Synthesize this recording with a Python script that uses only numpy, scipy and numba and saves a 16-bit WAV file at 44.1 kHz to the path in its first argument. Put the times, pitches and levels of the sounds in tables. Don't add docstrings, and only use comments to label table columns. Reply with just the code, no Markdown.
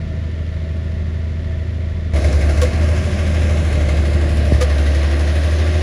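import sys
import numpy as np
from scipy import signal
from scipy.fft import rfft, irfft
from scipy.io import wavfile
from scipy.ndimage import uniform_filter1d
from numba import njit

SR = 44100
rng = np.random.default_rng(int(sys.argv[2]) if len(sys.argv) > 2 else 0)


def bounce(signal):
    frames = np.transpose(np.atleast_2d(signal))
    limited = np.clip(frames, -1, 1)
    pcm = np.round(limited * 32767).astype(np.int16)
    wavfile.write(sys.argv[1], SR, pcm)


def natural_amplitude(level_db):
    exponent = np.asarray(level_db, float) / 20
    return 10 ** exponent


N = 256662
T = np.arange(N) / SR
HZ = np.fft.rfftfreq(N, 1 / SR) + 1e-3

# time in seconds, firing rate in Hz.
NEAR_SPEED = [
    (2.136, 72.1),
    (2.387, 71.59),
    (2.759, 77.41),
    (3.086, 79.74),
    (3.67, 77.49),
    (3.886, 72.52),
    (4.219, 75.9),
    (4.713, 71.83),
    (5.106, 73.38),
    (5.82, 80.02),
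]
NEAR_START_S = NEAR_SPEED[0][0]


def curve(table):
    s, *columns = np.transpose(table)
    return [np.interp(T, s, column) for column in columns]


def colour(points):
    hz, db = np.transpose(points)
    return natural_amplitude(np.interp(np.log(HZ), np.log(hz), db))


def unit(x):
    return x / np.sqrt(np.mean(x ** 2))


def walk(rate):
    hold = int(SR / rate)
    steps = np.repeat(rng.standard_normal(N // hold + 1), hold)
    return 1.21 * uniform_filter1d(uniform_filter1d(steps, hold), hold)[:N]


@njit
def ring(x, hz, width):
    y, band, low = np.empty(len(x)), 0., 0.
    for i in range(len(x)):
        g, damping = np.tan(np.pi * hz[i] / SR), width / hz[i]
        v = (band + g * (x[i] - low)) / (1 + g * (g + damping))
        band, low, y[i] = 2 * v - band, low + 2 * g * v, damping * v
    return y


def through_mic(x):
    # frequency in Hz, gain in dB.
    mic_colour = [(7400, 0.5), (8100, -6.5), (8400, -21), (8700, -5), (9700, -0.5), (11000, -8.5),
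                  (11600, -19), (11750, -59), (12350, -69), (12500, -21), (14000, -16), (15200, -23),
                  (15600, -26), (15800, -74)]
    return irfft(rfft(x) * colour(mic_colour), N)


def exhaust(turns, tone_db, orders, orders_db, wobble_db):
    out = natural_amplitude(tone_db + 0.32 * walk(9)) * np.cos(2 * np.pi * turns)
    for multiple, db in orders:
        drift = rng.random() + .0025 * multiple * walk(6)
        level = natural_amplitude(db + orders_db + wobble_db * walk(3.893))
        out += level * np.cos(2 * np.pi * (multiple * turns / 6 + drift))
    return np.sqrt(2) * out


def knocks(turns, pattern_db, unevenness, fade):
    first = int(np.floor(turns.min()))
    firing = np.floor(turns - first).astype(int) + first % 6
    chance_db = 1.2 * rng.standard_normal(N // 400)[firing]
    cylinder_db = unevenness * np.array(pattern_db)[firing % 6]
    sharp = natural_amplitude(cylinder_db + chance_db) * np.exp(-(turns % 1) / fade)
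    return uniform_filter1d(sharp, size=230)


def roar(points, peaks, knock, share, flicker_db):
    rings = 1 + sum(natural_amplitude(db) / (1 + (2 * (HZ - hz) / width) ** 2) for hz, width, db in peaks)
    noise = rfft(rng.standard_normal(N)) * colour(points) * rings
    noise *= N / np.sqrt(2 * np.sum(abs(noise) ** 2))
    low, high = np.zeros(N), np.zeros(N)
    for octave in np.arange(5, 14.6, .5):
        band = irfft(noise * np.clip(1 - 2 * abs(np.log2(HZ) - octave), 0, 1), N)
        beat = unit(1 + share * np.clip((octave - 8.2) / 6.0, 0, 1.2) * knock)
        band *= beat * natural_amplitude(flicker_db * walk(18))
        if octave < 10:
            low += band
        else:
            high += band
    return low, high


def far_engine():
    # time in seconds, firing rate in Hz, level of the firing tone in dB.
    far_speed = [
        (0.0, 79.66, -23.2),
        (1.1, 79.7, -21.4),
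        (2.18, 79.73, -21.5),
        (2.24, 81.31, -21.7),
        (2.99, 80.99, -24.6),
        (3.6, 79.86, -33.9),
        (3.95, 79.21, -35),
        (4.55, 79.88, -37),
    ]
    # multiple of the four-stroke cycle (the high ones are gear meshes), level in dB.
    far_orders = [(3, -37), (4, -38.5), (5, -45), (7, -34.5), (8, -32.5), (9, -38.5), (10, -39.5),
                  (11, -41.5), (12, -38), (13, -48.5), (14, -45.5), (15, -42.5), (17, -42), (27.5, -47),
                  (48, -53.5)]
    # frequency in Hz, level in dB per Hz.
    far_roar = [(33, -24), (60, 6.5), (120, 4.5), (220, -1.5), (350, -5.5), (430, -9), (630, -7),
                (800, -23.5), (1400, -20.5), (1600, -21.5), (1900, -15.5), (2600, -23), (3500, -24),
                (8000, -40)]
    # frequency in Hz, width in Hz, level in dB.
    far_lines = [(649, 17, 2), (890, 14, 1), (993, 18, 1), (1136, 12, 0.5), (1389, 25, 0),
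                 (1501, 5.3, -15.5), (1772, 47, 1.5), (1924, 18, -6), (2113, 30, -2.5), (3445, 45, -6.5)]
    hz, tone_db = curve(far_speed)
    turns = .947 + np.cumsum(hz) / SR
    knock = knocks(turns, [-7, -2, 2, -6, -1, -4], unevenness=1, fade=0.5)
    low, high = roar(far_roar, far_lines, knock, share=1.1, flicker_db=0.0)
    surged = T >= NEAR_START_S
    roar_db = -32.3 - 2.5 * surged
    orders_db = -2 + 3.0 * surged
    hum = np.sqrt(2) * natural_amplitude(-40.5 + 1.5 * walk(1.9)) * np.sin(2 * np.pi * 41.9 * T)
    sound = exhaust(turns, tone_db, far_orders, orders_db, wobble_db=2.0) + hum
    sound += natural_amplitude(roar_db) * through_mic(low + high)
    return sound * np.clip((far_speed[-1][0] - T) / .03, 0, 1)


def thump():
    t = np.clip(T - 4.5206, 0, None)
    turns = 62 * t + 520 * .003 * (1 - np.exp(-t / .003))
    strength = np.exp(-t / .02) * (1 - np.exp(-(t / .0008) ** 2))
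    swell = t / 0.028 * np.exp(1 - t / .03)
    boom = natural_amplitude(-18.5) * np.sin(2 * np.pi * 108 * t) + natural_amplitude(-25) * np.sin(2 * np.pi * 52 * t)
    return natural_amplitude(-5.5) * strength * np.sin(2 * np.pi * turns) + swell * boom


def clanks():
    # start in seconds, rise of the scrape in seconds, plate level in dB, link pitch in Hz,
    # link level in dB.
    track_clanks = [
        (2.6148, 0.00091, -14, 1100, -24),
        (4.607, 0.0066, -16.5, 1215, -21),
    ]
    rattle_colour = colour([(300, -14), (1500, -1), (3000, -3.5), (9000, -8.5), (16000, -2)])
    out = np.zeros(N)
    for s, rise, plate_db, link_hz, link_db in track_clanks:
        t = np.clip(T - s, 0, None)
        scrape = np.clip(t / rise, 0, 1) * np.exp(-(t / .03) ** 2)
        grit = rng.standard_normal(N) * natural_amplitude(2 * walk(500))
        rattle = unit(irfft(rfft(grit) * rattle_colour, N))
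        plate = t / 0.017 * np.exp(.5 - .5 * (t / 0.019) ** 2) * np.sin(2 * np.pi * 502 * t)
        link = (t / 0.011) ** 2 * np.exp(2 - 2 * t / 0.0098) * np.sin(2 * np.pi * link_hz * t)
        out += natural_amplitude(-19.3) * through_mic(scrape * rattle) + natural_amplitude(plate_db) * plate + natural_amplitude(link_db) * link
    return out


def pump():
    t = T - 3.2
    swell = np.exp(-(t / np.where(t < 0, .25, .13)) ** 2)
    turns = 206 * t + 32 * t ** 2 / 2
    return natural_amplitude(-27) * swell * np.sin(2 * np.pi * turns)


def near_engine():
    # multiple of the four-stroke cycle (the high ones are gear meshes), level in dB.
    near_orders = [(5, -40.5), (7, -31), (8, -37), (9, -37), (11, -40.5), (12, -35.5), (13, -47),
                   (14, -42.5), (15, -41), (18, -43), (22, -48), (27.5, -37.5), (40, -45.5), (48, -48.5)]
    # frequency in Hz, level in dB per Hz.
    near_roar = [(40, -8), (100, -5), (200, -2), (340, 1), (430, -5.5), (600, 1.5), (900, -16),
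                 (1140, -13.5), (1350, -15.5), (1700, -11.5), (2800, -15), (4500, -20.5), (7500, -26),
                 (11000, -24.5)]
    # frequency in Hz, width in Hz, level in dB.
    near_panels = [(600, 18, -5), (1054, 16, -1), (1147, 38, 1), (1402, 22, -1), (1605, 64, 0.5),
                   (2115, 15, 3.5), (2550, 63, -3.5), (3450, 39, -7), (3850, 53, -3), (4205, 46, -3),
                   (4950, 96, -4), (5390, 78, 0), (6350, 84, -2.5)]
    hz, = curve(NEAR_SPEED)
    on = T >= NEAR_START_S
    turns = .233 + np.cumsum(hz * on) / SR
    free = (hz - 72) / (80 - 72)
    turned = np.clip((T - 3.65) / 1.15, 0, 1)

    valve_share = .85 - .4 * free - .12 * turned
    valve_turns = turns[int(3.888 * SR)]
    knock = knocks(turns - valve_turns, [11, 3.5, -2.5, -12, -13, -12], valve_share, fade=0.74)
    low, high = roar(near_roar, near_panels, knock, share=0.71, flicker_db=1.04)

    block_hz = 2120 + (1900 - 2120) * np.clip(4 * turned - 1, 0, 1)
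    block = rng.standard_normal(N) * (1 + 0.46 * knock ** 2)
    block = unit(ring(ring(block, block_hz, 300.0), block_hz, 300.0))
    high = unit(high) + natural_amplitude(-9.5 + 1.3 * turned) * block

    echo_hz = np.clip(2850 * 2 ** ((T - NEAR_START_S) / 1.95), 2850, 7500)
    high = through_mic(high - .45 * ring(high, echo_hz, 1000.0))

    shield_db = -1.4 * np.sin(np.pi * turned)
    knock_db = -32.2 + free * (-.6 + 1.1 * turned) + shield_db
    roar_db = -26.5 - 2.5 * free * (1 - turned) - 1.5 * turned
    body = natural_amplitude(roar_db) * unit(low) + natural_amplitude(knock_db) * high
    tone_db = -14.2 + free * (-1.6 + 1.4 * turned)
    pulses = exhaust(turns, tone_db, near_orders, -.6 * turned, wobble_db=2.5)
    return on * (pulses + body + pump())


def scene():
    fade_in = np.clip(T / .002, 0, 1) ** 2
    return fade_in * (far_engine() + thump() + clanks() + near_engine())[None]


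def top_cut(x):
    return signal.sosfilt(signal.butter(12, 16510, fs=SR, output="sos"), x)


def record(dry):
    return top_cut(dry)


dry = scene()
out = record(dry)
bounce(out)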